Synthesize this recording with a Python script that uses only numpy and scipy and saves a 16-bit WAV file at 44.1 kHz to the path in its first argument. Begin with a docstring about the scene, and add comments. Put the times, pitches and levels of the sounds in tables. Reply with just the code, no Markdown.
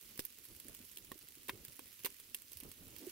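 """Outdoors in the snow: a small wood fire burns in a steel bowl under a grill.
The logs snap and tick: an edge, a noise burst and a scattered tail, rung through the bowl's resonances.
The flames flutter low: banded noise with soft tone flaps and resonant whoofs; a log pops, knocks sound dull.
Fat sizzles finely on the meat, mostly a little to the right: hiss and random bursts; faint ticks lie over it."""
import sys
import numpy as np
from scipy import signal
from scipy.fft import rfft, irfft
from scipy.io import wavfile

SR = 44100
rng = np.random.default_rng(int(sys.argv[2]) if len(sys.argv) > 2 else 0)


def wrap_up_sound(samples):
    """Save the sound to the file named by the first command line argument, as 16-bit audio."""
    columns = np.atleast_2d(samples).T
    # keep every value between -1 and 1, then stretch to whole-number steps
    tamed = np.clip(columns, -1, 1)
    steps = np.round(tamed * 32767).astype(np.int16)
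    wavfile.write(sys.argv[1], SR, steps)


N = 137151
TIME_S = np.arange(N) / SR

# noise bands, 2.5 per octave
EDGES_HZ = 22 * 2 ** (np.arange(25) * 2 / 5)
CENTRES_HZ = np.sqrt(EDGES_HZ[1:] * EDGES_HZ[:-1])
BANK = [signal.butter(2, pair, "band", fs=SR, output="sos") for pair in zip(EDGES_HZ, EDGES_HZ[1:])]
# left-right likeness of wide sounds: f/Hz, likeness/1
LIKENESS = [(50, 0.69), (250, 0.89), (1000, 0.22), (3500, 0.28), (7500, 0.017)]

# flame strength, before FLAME_DB: t/s, relative level/dB
FLAME_LEVEL = [(.44, -74), (.53, -68), (.82, -67.5), (.9, -71), (1.46, -71), (1.54, -65), (1.68, -67),
               (1.8, -72), (2.48, -73), (2.6, -69), (3.11, -66.5)]
# flame spectrum: f/Hz, relative density/dB per Hz
FLAME_SPECTRUM = [(20, 0), (55, 0.5), (100, 2.5), (160, -6.5), (260, 1.5), (370, -6), (450, -6),
                  (590, -11.5), (720, -17.5), (1400, -19)]
FLAME_DB, FLAME_PAN_DB = 3, -3.5
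FLAME_FLICKER_DB, FLAME_FLICKER_HZ = 4, 14
# flaps of flame: t/s, level/dB, f/Hz
FLAPS = [(0.549, -62, 69.6), (0.653, -54, 265), (0.802, -52, 230), (1.372, -56, 332), (1.531, -54, 115),
         (1.634, -59, 246), (1.679, -56.5, 140), (2.556, -56.5, 75), (2.628, -50.5, 273), (2.646, -56, 145),
         (2.805, -56, 172)]
FLAP_SWELL_CYCLES = 0.8

# sizzle strength: t/s, relative level/dB
SIZZLE_LEVEL = [(0, -60), (.07, -56), (.28, -59), (.87, -57.5), (1.0, -60), (1.95, -58), (2.44, -59.5),
                (2.54, -58), (2.82, -59), (3.11, -54.5)]
# sizzle spectrum: f/Hz, relative density/dB per Hz
SIZZLE_SPECTRUM = [(400, -24), (750, -24), (1300, -14), (1900, -10.5), (2800, -6), (3800, -9), (5200, -7),
                   (6900, -9), (8500, -8.5), (12000, -4.5), (15500, -6)]
# sizzle position: f/Hz, left over right/dB
SIZZLE_PAN = [(1000, 12.5), (2200, -6.5), (4500, -2), (7500, 0), (14000, -10)]
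SIZZLE_FLICKER_DB, SIZZLE_FLICKER_HZ = 1.2, 25
HISS_DB, SPATTER_DB = 3.5, -2.5
SPATTERS_PER_S, SPATTER_SPREAD_DB, SPATTER_DECAY_S = 890, 6, 0.0005

# wood snaps: t/s, relative body, knock, crack and treble level/dB, left over right/dB,
# burst length/s, log ring f/Hz
SNAPS = [(0.1930, -34.5, -40.5, -37, -40, -6.5, 0.00038, 3580),
         (0.1938, -44, -41, -36.5, -30, -4, 0.00044, 5240), (0.2005, -56, -72, -41, -37, -20, 0.0027, 5260),
         (0.2516, -67, -55, -43.5, -34.5, -9, 0.0004, 12900),
         (0.684, -54, -59.5, -47, -41.5, -14, 0.00055, 1650),
         (0.972, -51, -55, -43, -37.5, -5.5, 0.00097, 2760),
         (1.1181, -45, -47, -45, -39, -11, 0.00046, 1130),
         (1.4828, -65, -53, -43, -39.5, -26, 0.0021, 2180),
         (1.487, -47, -52, -43, -41.5, 1, 0.00091, 14000),
         (1.4948, -43.5, -29, -29, -45, -2.5, 0.000095, 1670),
         (1.497, -49, -43, -38, -36, -6, 0.0018, 1060), (1.65, -59, -55, -45, -38.5, -1, 0.00053, 1670),
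         (1.7931, -47, -43.5, -48.5, -41, -5.5, 0.00045, 2500),
         (2.0477, -44, -37, -35, -34, -4, 0.00017, 2670),
         (2.0498, -45.5, -46, -43, -30, -15, 0.00071, 2800), (2.0522, -57, -42, -34, -37, 2, 0.00031, 4320),
         (2.0579, -52, -38, -35, -27.5, -3, 0.0018, 505),
         (2.0639, -43.5, -37.5, -34, -37, -5, 0.00048, 980),
         (2.3456, -57, -45.5, -36.5, -28.5, -3.5, 0.0031, 2800),
         (2.9636, -67, -57, -49, -40.5, -12, 0.0011, 2740)]
# thin ticks of embers and spits of fat: t/s, relative level/dB
TICKS = [(0.1772, -39.5), (0.3865, -47), (0.4530, -44), (.6008, -40.5), (.7487, -40), (0.9846, -43.5),
         (1.0482, -46), (1.2866, -46), (1.3225, -50), (1.6830, -43), (1.929, -47), (1.9930, -46),
         (2.0367, -44), (2.0703, -42), (2.2003, -42), (2.4203, -44.5), (2.5195, -42.5), (2.5322, -42),
         (2.5718, -38.5), (2.6025, -39), (2.6350, -44.5), (2.7168, -42), (2.9851, -44.5)]
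# where body, knock, crack and treble lie: f/Hz
REGISTERS_HZ = (400, 1200, 3300, 10000)
# bowl colour on snaps and ticks: f/Hz, relative level/dB
BOWL_COLOUR = [(30, -29.5), (190, -11), (350, 2), (520, 0.5), (720, -13), (1020, -2), (1300, -11),
               (1650, -4), (2700, -3), (4500, -5), (6700, -7.5), (9000, -1), (14000, 1.5)]
# lean of snaps and ticks, added to their pan: f/Hz, left over right/dB
SNAP_LEAN = [(400, -1.5), (1000, 11), (2200, 1), (4800, 5), (9000, -2.5)]
# rings of bowl and grate: f/Hz, relative level/dB, t60/s
BOWL_MODES = [(395.5, -5.5, 0.16), (2188, -6, 0.17), (2710, -9.5, 0.019), (3300, -8, 0.025),
              (13360, 1, 0.04)]
SNAP_DB, TICK_DB = 30.5, 28
TICK_COLOUR_DB, TICK_BURST_S, TICK_PAN_DB = (-21.5, -14.5, -5.5, 3.5), 0.00022, -6.5
SNAP_SAMPLES, LEAD_SAMPLES = 4096, 441
CLICK_SHARE, SPLINTER_SPREAD_DB = 2.6, 4
TAIL_DB, TAIL_S = -11, 0.0062
# short noise rise before each snap's edge
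RISE_DB, RISE_S = -8, 0.0012
LOG_RING_DB, LOG_RING_T60_CYCLES = 3, 19.4
FINE_TICKS_PER_S, FINE_TICK_MIN_DB, FINE_TICK_RANGE_DB = 22, -26, 6

# whoofs of flame: peak t/s, level/dB, swell/s
WHOOFS = [(.67, -68, 0.017), (1.555, -61, 0.02), (3.042, -54.5, 0.028)]
WHOOF_HZ, WHOOF_T60_S = 291, 0.011

# modes of the popping log: f/Hz, level/dB
POP_MODES = [(370, -42), (1090, -42), (1850, -43.5), (2740, -52), (3900, -52)]
POP_S, POP_T60_S = 1.1168, 0.023

# hollow low knocks: t/s, level/dB, f/Hz, swell/s
KNOCKS = [(1.155, -52.5, 332, 0.0027), (1.4953, -42, 312, 0.0023), (1.52, -56, 388, 0.013),
          (3.069, -39, 362, 0.0041)]
KNOCK_PAN_DB = -6.5

CUTOFF_HZ = 15750


def from_db(db):
    """Decibels to gain."""
    return 10 ** (np.asarray(db) / 20)


def rms_one(x):
    """Scale to rms 1."""
    return x / np.sqrt(np.mean(x ** 2) + 1e-30)


def at_hz(points, hz):
    """Interpolate a table on a log-frequency axis."""
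    f, v = np.transpose(points)
    return np.interp(np.log(hz), np.log(f), v)


def at_time(points):
    """Interpolate a table over the whole scene."""
    return np.interp(TIME_S, *np.transpose(points))


def pan(db):
    """Left and right gains of constant power; positive is left."""
    return rms_one(from_db([[db / 2], [-db / 2]]))


def drift(rate_hz):
    """Random wander of rms 1: noise through two equal low-pass poles, after a 1 s run-in."""
    r = np.exp(-2 * np.pi * rate_hz / SR)
    noise = rng.standard_normal(N + SR)
    return rms_one(signal.lfilter([1], [1, -2 * r, r * r], noise)[SR:])


def widen(pair, hz):
    """Mix two unrelated signals as mid and side to the tabled left-right likeness."""
    alike = np.clip(at_hz(LIKENESS, hz), 0, 1)
    mid, side = np.sqrt(1 + alike) * pair[0], np.sqrt(1 - alike) * pair[1]
    return mid + side * [[1], [-1]]


def add(out, s, sound):
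    """Mix a sound in at a time in seconds."""
    part = out[:, max(int(s * SR), 0):][:, :sound.shape[-1]]
    part += sound[..., :part.shape[1]]


def resonate(x, hz, t60_s):
    """Two-pole resonance with peak gain 1."""
    r = np.exp(-np.log(1000) / (t60_s * SR))
    zeros = np.array([1, 0, -1]) * (1 - r * r) / 2
    poles = [1, -2 * r * np.cos(2 * np.pi * hz / SR), r * r]
    return signal.lfilter(zeros, poles, x)


def causal(gain):
    """Minimum-phase response with these gains, by folding the cepstrum."""
    cepstrum = irfft(np.log(gain))
    half = cepstrum.shape[-1] // 2
    cepstrum[..., 1:half] *= 2
    cepstrum[..., half + 1:] = 0
    return np.exp(rfft(cepstrum))


def thump(hz, swell_s):
    """Soft low tone whose envelope swells to 1 at swell_s and dies."""
    t = TIME_S[:SR // 6]
    envelope = t / swell_s * np.exp(1 - t / swell_s)
    return envelope * np.sin(2 * np.pi * hz * t)


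def flames():
    """Low flutter of flickering banded noise, with single flaps as tongues of flame catch."""
    white, out = rng.standard_normal((2, 2, N)), 0
    for k, (hz, sos) in enumerate(zip(CENTRES_HZ, BANK)):
        if hz < FLAME_SPECTRUM[-1][0]:
            band = signal.sosfilt(sos, widen(white[k % 2], hz))
            out = out + from_db(at_hz(FLAME_SPECTRUM, hz)) * band
    flicker = from_db(FLAME_FLICKER_DB * drift(FLAME_FLICKER_HZ))
    out = rms_one(out * flicker) * from_db(at_time(FLAME_LEVEL) + FLAME_DB)
    for s, db, hz in FLAPS:
        add(out, s, from_db(db) * thump(hz, FLAP_SWELL_CYCLES / hz))
    return out * pan(FLAME_PAN_DB)


def spatter(rate_per_s):
    """Power of tiny fat bubbles bursting at random, each decaying; mean 1."""
    sizes = from_db(SPATTER_SPREAD_DB * np.minimum(rng.exponential(1, N), 4.5))
    bursts = (rng.random(N) < rate_per_s / SR) * sizes ** 2
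    decay = np.exp(-2 / (SPATTER_DECAY_S * SR))
    power = signal.lfilter([1], [1, -decay], bursts + 1e-18)
    return power / power.mean()


def sizzle():
    """Fat frying: fine hiss full of tiny bursts, some broad and some confined to one band."""
    white, broad, out = rng.standard_normal((2, 2, N)), spatter(SPATTERS_PER_S), 0
    for k, (hz, sos) in enumerate(zip(CENTRES_HZ, BANK)):
        if hz > SIZZLE_SPECTRUM[0][0]:
            bursts = broad + spatter(SPATTERS_PER_S) / 2
            power = from_db(HISS_DB) ** 2 + from_db(SPATTER_DB) ** 2 * bursts
            band = signal.sosfilt(sos, widen(white[k % 2], hz) * np.sqrt(power))
            flicker_db = SIZZLE_FLICKER_DB * drift(SIZZLE_FLICKER_HZ)
            gain = from_db(at_hz(SIZZLE_SPECTRUM, hz) + flicker_db)
            out = out + gain * band * pan(at_hz(SIZZLE_PAN, hz))
    return out * from_db(at_time(SIZZLE_LEVEL))


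def snap(colour_db, pan_db, burst_s):
    """Wood splits: a short noise rise, one sharp edge, a burst of uneven splinters, a scattered tail."""
    t = np.abs(TIME_S[:SNAP_SAMPLES] - TIME_S[LEAD_SAMPLES])
    hz = np.maximum(np.fft.rfftfreq(SNAP_SAMPLES, 1 / SR), 1)
    tail = from_db(TAIL_DB) * np.sqrt(burst_s / TICK_BURST_S) * np.exp(-t / TAIL_S)
    envelope = np.exp(-(t / burst_s) ** 2 / 2) + tail
    envelope[:LEAD_SAMPLES] = from_db(RISE_DB) * np.exp(-t[:LEAD_SAMPLES] / RISE_S)
    sizes = rms_one(from_db(SPLINTER_SPREAD_DB * np.clip(rng.standard_normal(len(t)), -2, 2)))
    splinters = rng.standard_normal((2, len(t))) * sizes * envelope
    splinters[0, LEAD_SAMPLES] = CLICK_SHARE  # the sharp edge, in the mid signal
    spectrum = widen(rfft(splinters / np.linalg.norm(splinters)), hz)
    level_db = at_hz(list(zip(REGISTERS_HZ, colour_db)), hz) + at_hz(BOWL_COLOUR, hz)
    sides = from_db((pan_db + at_hz(SNAP_LEAN, hz)) * np.array([[.5], [-.5]]))
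    sides /= np.sqrt(np.mean(sides ** 2, axis=0))
    per_octave = np.sqrt(1000 / hz)  # equal power per octave
    return irfft(spectrum * causal(from_db(level_db) * per_octave * sides))


def fine_ticks():
    """Faint ticks at random times: short snaps with exponential gaps."""
    out = np.zeros((2, N))
    draws = rng.random((200, 3))
    times = np.cumsum(-np.log(1 - draws[:, 0])) / FINE_TICKS_PER_S
    for s, (_, size, side) in zip(times[times < N / SR], draws):
        gain = from_db(FINE_TICK_MIN_DB + FINE_TICK_RANGE_DB * size)
        add(out, s, gain * snap(TICK_COLOUR_DB, 2 * side * TICK_PAN_DB, TICK_BURST_S))
    return out


def crackle():
    """Snaps, each with the short ring of its log, and ticks; all excite the bowl's resonances."""
    out = np.zeros((2, N)) + 1e-18
    lead_s = TIME_S[LEAD_SAMPLES]
    for s, *colour_db, pan_db, burst_s, hz in SNAPS:
        crack = from_db(SNAP_DB) * snap(colour_db, pan_db, burst_s)
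        log_ring = from_db(LOG_RING_DB) * resonate(crack, hz, LOG_RING_T60_CYCLES / hz)
        add(out, s - lead_s, crack + log_ring)
    for s, db in TICKS:
        add(out, s - lead_s, from_db(TICK_DB + db) * snap(TICK_COLOUR_DB, TICK_PAN_DB, TICK_BURST_S))
    bowl = sum(2 * from_db(db) * resonate(out, hz, t60_s) for hz, db, t60_s in BOWL_MODES)
    return out + bowl


def whoofs():
    """Flames swell and fade with a soft hollow rush: noise through one resonance twice."""
    out = np.zeros((2, N))
    for s, db, swell_s in WHOOFS:
        rush = widen(rng.standard_normal((2, N)), WHOOF_HZ)
        for _ in range(2):
            rush = resonate(rush, WHOOF_HZ, WHOOF_T60_S)
        swell = np.exp(-((TIME_S - s) / swell_s) ** 2 / 2)
        out += from_db(db) * rms_one(rush) * swell
    return out * pan(FLAME_PAN_DB)


def hollow_pop():
    """A pocket bursts in a log, which rings like a wood block: decaying sine modes."""
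    out, t = np.zeros((2, N)), TIME_S[:SNAP_SAMPLES]
    decay = np.exp(-np.log(1000) * t / POP_T60_S)
    add(out, POP_S, sum(from_db(db) * decay * np.sin(2 * np.pi * hz * t) for hz, db in POP_MODES))
    return out


def knocks():
    """Dull hollow knocks: soft low tones."""
    out = np.zeros((2, N))
    for s, db, hz, swell_s in KNOCKS:
        add(out, s, from_db(db) * thump(hz, swell_s))
    return out * pan(KNOCK_PAN_DB)


def scene():
    """Fire and grill in still open air."""
    fire = flames() + crackle() + whoofs() + hollow_pop() + knocks()
    return fire + sizzle() + fine_ticks()


def record(dry):
    """Cut the top steeply with an elliptic low-pass."""
    return signal.sosfilt(signal.ellip(12, .1, 80, CUTOFF_HZ, fs=SR, output="sos"), dry)


dry = scene()
out = record(dry)
wrap_up_sound(out)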